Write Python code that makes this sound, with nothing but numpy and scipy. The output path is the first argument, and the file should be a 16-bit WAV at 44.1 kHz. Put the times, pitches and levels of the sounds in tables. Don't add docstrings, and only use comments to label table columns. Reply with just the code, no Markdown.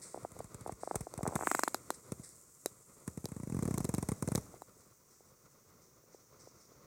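import sys
import numpy as np
from scipy import signal
from scipy.fft import rfft, irfft
from scipy.io import wavfile

SR = 44100
rng = np.random.default_rng(int(sys.argv[2]) if len(sys.argv) > 2 else 0)


def digitize_waveform(pressure):
    field = np.atleast_2d(pressure).T
    bounded = np.clip(field, -1, 1)
    quanta = np.round(bounded * 32767).astype(np.int16)
    wavfile.write(sys.argv[1], SR, quanta)


N = 302511
TIME = np.arange(N) / SR


def amp(db):
    return 10 ** (np.asarray(db) / 20)


def unit(x):
    return x / np.sqrt(np.mean(x ** 2) + 1e-20)


def add(mix, start_s, sound):
    part = mix[max(round(start_s * SR), 0):][:len(sound)]
    part += sound[:len(part)]


def fader(levels):
    return amp(np.interp(TIME, *np.transpose(levels)))


def resonate(x, hz, width_hz):
    return signal.lfilter(*signal.iirpeak(hz, hz / width_hz, fs=SR), x)


def gains(colour, size):
    hz, db = np.transpose(colour)
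    return amp(np.interp(np.log(np.fft.rfftfreq(size, 1 / SR) + 1), np.log(hz), db))


def noise(colour):
    return unit(irfft(rfft(rng.standard_normal(N)) * gains(colour, N), N))


def click(colour, size=512):
    cepstrum = irfft(np.log(gains(colour, size)))
    cepstrum[1:size // 2] *= 2
    cepstrum[size // 2 + 1:] = 0
    pulse = irfft(np.exp(rfft(cepstrum)))
    return pulse / np.linalg.norm(pulse)


def drift(per_s):
    knots = rng.standard_normal(N // 16)
    return unit(np.interp(TIME * per_s, np.arange(len(knots)), knots))


def ticks(per_s):
    return rng.standard_normal(N) * (rng.random(N) < per_s / SR)


def flex(hz, crest, steep, bend, settle):
    cycles = TIME[:SR // 20] * hz
    swell = (cycles / crest * np.exp(1 - cycles / crest)) ** steep
    return swell * np.sin(2 * np.pi * (cycles + bend * (1 - np.exp(-cycles / settle))))


def fractures(decay_s, rise_s, spread_db, linger, span_s):
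    t = TIME[:SR // 25]
    sizes = rng.standard_normal(len(t)) * amp(spread_db * np.clip(rng.standard_normal(len(t)), -2, 2))
    shower = sizes * (1 - np.exp(-t / rise_s)) * (np.exp(-t / decay_s) + linger * np.exp(-t / 0.027))
    return shower / np.linalg.norm(shower) * np.sqrt(span_s * SR)


# freq_hz, level_db
AIR_COLOUR = [(20, -26), (60, -4), (130, 3.5), (280, -4.5), (520, -2), (820, -16), (1050, -7), (1400, -9),
              (1650, -24.5), (2050, -15.5), (2500, -23), (3000, -27), (4500, -22.5), (16000, -39)]
# time_s, level_db
STIR_LEVELS = [(0, -60.5), (1.6, -59), (2.5, -69), (3.1, -66), (4.45, -61), (5.1, -71.5), (6, -66),
               (6.86, -63.5)]
# freq_hz, level_db
TREMBLE_COLOUR = [(30, -12), (90, 1), (170, -1), (300, -5.5), (600, -11.5), (1500, -25), (3000, -32)]


def stir(ticks_per_s=28, settling_db=-13, tremble_db=-30):
    faint_knock = flex(372, crest=0.46, steep=0.62, bend=0.28, settle=0.31)
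    settling = unit(signal.oaconvolve(ticks(ticks_per_s), faint_knock)[:N])
    air = noise(AIR_COLOUR) * amp(3.1 * drift(per_s=39))
    tremble = amp(tremble_db) * unrest() * noise(TREMBLE_COLOUR)
    return fader(STIR_LEVELS) * (air + amp(settling_db) * settling) + tremble


# freq_hz, level_db
BRIGHT_COLOUR = [(3000, -34), (5800, -12), (7000, -1), (8200, -0.5), (9500, -6.5), (11000, -11),
                 (13000, -13), (16000, -19)]
LOW_COLOUR = [(1500, -4.5), (3000, -19), (3800, -13), (4800, -5), (5800, 6.5), (6800, 4.5), (8000, -16),
              (16000, -33)]
SLIDE_COLOUR = [(1000, -12.5), (2100, -2.5), (2900, -25), (3800, -8), (5600, -0.5), (6500, -5.5),
                (8200, -1), (9800, -7), (11500, -15.5), (16000, -22)]
# time_s, level_db
BRIGHT_LEVELS = [(0, -66), (1.1, -67.5), (2.4, -62.5), (2.9, -65), (4.35, -62), (4.9, -73.5), (6.86, -79)]
LOW_LEVELS = [(0, -76), (1.8, -71), (3.1, -77), (4.0, -74.5), (6.86, -71)]
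# start_s, level_db, decay_s, centre_hz
SLIDES = [(.015, -48, 0.087, 8250), (.802, -57.5, 0.25, 8150), (1.937, -46.5, 0.014, 8400),
          (2.233, -49, 0.051, 8350), (4.8, -67.5, 0.074, 7200), (5.1, -68.5, 0.17, 6730),
          (5.81, -66, 0.076, 6200), (6.12, -65, 0.088, 6400), (6.391, -60, 0.12, 6000),
          (6.599, -64, 0.049, 5900)]


def rustle(ticks_per_s=35, slide_q=5, unrest_db=-41.5):
    ticking = unit(signal.oaconvolve(ticks(ticks_per_s), click(BRIGHT_COLOUR))[:N])
    bright = fader(BRIGHT_LEVELS) * (noise(BRIGHT_COLOUR) + amp(-9.5) * ticking)
    low_gain = np.hypot(fader(LOW_LEVELS), amp(unrest_db) * unrest())
    rubbing = noise(SLIDE_COLOUR)
    slides, t = np.zeros(N), TIME[:SR // 2]
    for start_s, db, decay_s, hz in SLIDES:
        broad = np.roll(rubbing, -round(start_s * SR))[:len(t)]
        slide = unit(unit(resonate(broad, hz, hz / slide_q)) + amp(-2.5) * broad)
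        add(slides, start_s, amp(db) * slide * (1 - np.exp(-t / 0.0037)) * np.exp(-t / decay_s))
    grain = amp(0.99 * drift(per_s=310) + 0.69 * drift(per_s=29))
    return grain * (bright + low_gain * noise(LOW_COLOUR) + slides)


# pitch_hz, width_hz, level_db
SCRAPE_MODES = [(1080, 500, -4.5), (2130, 380, -6), (6860, 300, -4), (7670, 150, 3.5), (8060, 240, 2),
                (12990, 280, -10)]


def scrape(loudest_s=1.5, rise_s=0.1238, fall_s=0.15, level_db=-46, hiss_db=-3.5, grain_db=2):
    friction = rng.standard_normal(N)
    ring = sum(amp(db) * unit(resonate(friction, hz, width_hz)) for hz, width_hz, db in SCRAPE_MODES)
    from_peak = np.maximum((loudest_s - TIME) / rise_s, (TIME - loudest_s) / fall_s)
    swell = amp(level_db + grain_db * drift(per_s=450)) * np.exp(-from_peak ** 1.4)
    return swell * (unit(ring) + amp(hiss_db) * noise(BRIGHT_COLOUR))


# start_s, level_db, relative_ring_db
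SNAPS = [(.957, -38, -25), (1.1396, -44, -21), (1.3616, -42.5, -26), (1.4705, -38, -24), (1.5159, -33, -14),
         (1.5508, -31, -13), (1.5948, -31.5, -16), (1.6359, -29.5, -5), (1.678, -44, -24),
         (1.6814, -32.5, -22), (1.7449, -31.5, -0.5), (1.905, -31.5, -8.5), (2.66, -28, -3.5),
         (3.256, -35.5, -8), (3.632, -46, -9), (3.7816, -35, -12), (3.8517, -40, -9), (3.9478, -37.5, -6),
         (4.2872, -41.5, -8), (4.3565, -29, -14), (4.62, -52.5, -2)]
# freq_hz, level_db
CRACK_COLOUR = [(120, -13.5), (350, 9), (700, 0), (1700, -4.5), (2300, -5.5), (3000, -7), (4200, -4),
                (7500, 5.5), (10000, -1), (13000, -2.5), (16000, -12)]
# pitch_hz, level_db, t60_s
SNAP_RING_MODES = [(4033, -1.5, 0.026), (3820, -11, .024)]


def snaps(glide_hz=5500, glide_s=0.00045, chirp_s=0.00019):
    breaks, rings = np.zeros((2, N))
    t = TIME[:SR // 30]
    for (start_s, db, ring_db), detune in zip(SNAPS, rng.standard_normal(len(SNAPS))):
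        splinters = fractures(decay_s=0.00043, rise_s=0.000067, spread_db=-3, linger=0.025, span_s=0.0019)
        add(breaks, start_s, amp(db + 14) * np.ones(1))
        add(breaks, start_s, amp(db - 1) * splinters)
        for mode_hz, mode_db, t60_s in SNAP_RING_MODES:
            hz = mode_hz * (1 + 0.022 * detune) + glide_hz * np.exp(-t / glide_s)
            fade = amp(-2.5) * np.exp(-t / chirp_s) + amp(ring_db - 60 * t / t60_s)
            add(rings, start_s, amp(db + mode_db) * fade * np.sin(2 * np.pi * np.cumsum(hz) / SR))
    return signal.oaconvolve(breaks, click(CRACK_COLOUR))[:N] + rings


# start_s, level_db, crackle_db
THUDS = [(0.2304, -45, -60.5), (0.3174, -47, -58.5), (.389, -44.5, -52.5), (0.4428, -41.5, -57.5),
         (0.5441, -39, -50.5), (.609, -43, -56.5), (.6747, -46, -52), (.721, -38, -53), (.955, -31, -37),
         (1.007, -33.5, -47.5), (1.1764, -33.5, -49), (1.23, -27.5, -46.5), (1.2752, -27, -42),
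         (1.354, -25.5, -39), (2.1194, -30, -46), (2.1953, -38, -65), (3.0771, -29.5, -46.5),
         (3.174, -31, -54.5), (3.242, -31.5, -55), (3.287, -44, -57), (3.3178, -33, -56),
         (3.3635, -33, -59), (3.3986, -33.5, -60.5), (3.4323, -31, -57.5), (3.4722, -32, -59.5),
         (3.4977, -33, -54), (3.522, -26.5, -56), (3.5452, -26, -56.5), (3.5662, -27, -56),
         (3.5895, -26, -53), (3.624, -24.5, -48.5), (3.653, -25.5, -49), (3.6768, -25, -48),
         (3.708, -24.5, -49.5), (3.7406, -24.5, -45.5), (3.776, -26.5, -47.5), (3.8035, -26, -48),
         (3.844, -25.5, -43.5), (3.8902, -25, -44), (3.939, -24, -44), (3.981, -24, -45),
         (4.0259, -26.5, -45), (4.0873, -24, -40), (4.1174, -24.5, -46), (4.2237, -25.5, -42.5),
         (4.2751, -24.5, -46), (4.3176, -24, -46.5), (4.35, -23, -38), (4.3766, -25.5, -45)]
# freq_hz, level_db
CRACKLE_COLOUR = [(1500, -108), (3000, -14), (3600, -6.5), (4400, -11.5), (5800, -3.5), (8000, 5),
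                  (9300, 4.5), (10000, 1), (11000, -2), (12200, -9.5), (16000, -13)]
CRUNCH_COLOUR = [(150, -24), (420, 9), (700, 2.5), (1100, 3), (1650, -8.5), (2100, -4), (2800, -16),
                 (5000, -81)]


def thuds(base_hz=99, octaves_per_db=0.0004, loose_until_s=1.2, sway_below_hz=19, sway_s=0.014):
    mat, crisp, dull = np.zeros((3, N))
    t = TIME[:SR // 8]
    for (start_s, db, crackle_db), detune in zip(THUDS, rng.standard_normal(len(THUDS))):
        hz = base_hz * 2 ** (octaves_per_db * (db + 25.5))
        if start_s < loose_until_s:
            hz *= 0.82
        sag = flex(hz, crest=0.32, steep=1.08, bend=0.94, settle=0.34)
        add(mat, start_s + 0.00053, amp(db - 1.1) * sag)
        sway = np.sin(2 * np.pi * (hz - sway_below_hz) * (1 + 0.14 * detune) * t)
        sway *= (90 / hz) ** 3
        sway *= (1 - np.exp(-t / 0.0075)) * np.exp(-t / sway_s)
        add(mat, start_s + 0.0081, -amp(db - 11) * sway)
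        crackle = fractures(decay_s=0.0034, rise_s=0.00041, spread_db=6.5, linger=0.014, span_s=0.0098)
        crunch = fractures(decay_s=0.0041, rise_s=0.00065, spread_db=5, linger=0.048, span_s=0.013)
        crunch_db = db - 7.5 + 0.61 * (crackle_db - db)
        add(crisp, start_s, amp(crackle_db) * crackle)
        add(dull, start_s, amp(crunch_db) * crunch)
    crackles = signal.oaconvolve(crisp, click(CRACKLE_COLOUR))[:N]
    crunches = signal.oaconvolve(dull, click(CRUNCH_COLOUR))[:N]
    return mat + crackles + crunches


def unrest(decay_s=0.11):
    power = np.zeros(N)
    for start_s, db, _ in THUDS:
        add(power, start_s, (amp(db) * np.exp(-TIME[:SR] / decay_s)) ** 2)
    return np.sqrt(power)


def flurry(start_s=1.28, end_s=1.352, per_s=95, level_db=-34, scatter_db=2):
    times = start_s + (np.arange(40) + rng.random(40)) / per_s
    levels = level_db + scatter_db * rng.standard_normal(40)
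    return [(s, db) for s, db in zip(times, levels) if s < end_s]


# start_s, level_db
KNOCKS = [(0.1446, -27.5), (.161, -36.5), (.1751, -32.5), (0.249, -25.5), (0.3653, -37.5), (0.4045, -29),
          (0.6623, -27), (0.6774, -35), (.6945, -25.5), (0.8338, -25.5), (.8748, -26), (0.9114, -21),
          (.945, -28), (.9585, -27), (1.0692, -30.5), (1.1386, -32), (1.1904, -30.5), (1.209, -31.5),
          (1.2542, -25.5), (1.2649, -21.5), (1.2695, -28), (1.2895, -30), (1.3613, -18.5), (1.391, -29.5),
          (1.41, -22.5), (1.4248, -24.5), (1.4342, -25), (1.472, -11.5), (1.5145, -12.8), (1.5488, -12.5),
          (1.5922, -15.5), (1.6347, -12.5), (1.6775, -16), (1.7455, -18.5), (1.9041, -18), (2.6589, -23),
          (3.257, -30), (3.6324, -25), (3.6851, -22), (3.782, -24.5), (3.852, -25), (3.9483, -28.5),
          (4.2431, -31), (4.287, -22), (4.3557, -24.5), (4.5407, -38), (4.62, -33), (5.2063, -48.5),
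          (6.146, -42), (6.473, -40.5), (6.7183, -47.5)]
# time_s, pitch_hz
KNOCK_PITCH = [(0.1, 570), (1.2, 605), (1.34, 770), (1.9, 730), (2.66, 317), (3.26, 410), (3.6, 260),
               (4.4, 275), (4.62, 810), (6.5, 556)]


def knocks(middling_db=-25, octaves_per_db=0.0355, litter_hz=289):
    out = np.zeros(N)
    push = flex(litter_hz, crest=0.57, steep=2.16, bend=0.14, settle=0.5)
    for (late, strong, blunt), (start_s, db) in zip(rng.standard_normal((100, 3)), [*KNOCKS, *flurry()]):
        hz = np.interp(start_s, *np.transpose(KNOCK_PITCH))
        hz *= 2 ** (octaves_per_db * (db - middling_db))
        swing = -amp(db - 1.5) * flex(hz, crest=0.44, steep=2.3 * np.exp(0.15 * blunt),
                                      bend=0.19, settle=0.49)
        rebound = amp(-13.5 + 2 * strong) * swing
        add(out, start_s, swing)
        add(out, start_s + 0.00213 + 0.00048 * late, rebound)
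        add(out, start_s, amp(db - 16.5) * push)
    hollow = amp(-6) * resonate(out, hz=720, width_hz=170)
    return signal.sosfilt(signal.butter(2, 195, "highpass", fs=SR, output="sos"), out + hollow)


def scene():
    return (knocks() + thuds() + snaps() + rustle() + scrape() + stir())[None]


def record(dry, bass_hz=28, top_hz=16200, hiss_db=-72.5, whine_hz=15000, whine_db=-77.5, whine_from_s=4.2):
    dipped = dry - 0.48 * resonate(dry, hz=3000, width_hz=900)
    rolled_off = signal.sosfilt(signal.butter(2, bass_hz, "highpass", fs=SR, output="sos"), dipped)
    whine = amp(whine_db) * np.sqrt(2) * np.sin(2 * np.pi * whine_hz * TIME) * (TIME > whine_from_s)
    hiss = amp(hiss_db) * noise([(100, 2), (2000, -5.5), (3100, -10.5), (6000, -11), (16000, -1.5)])
    low_pass = signal.firwin(255, top_hz, window=("kaiser", 8), fs=SR)
    return signal.oaconvolve(rolled_off + whine + hiss, low_pass[None], "same")


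dry = scene()
out = record(dry)
digitize_waveform(out)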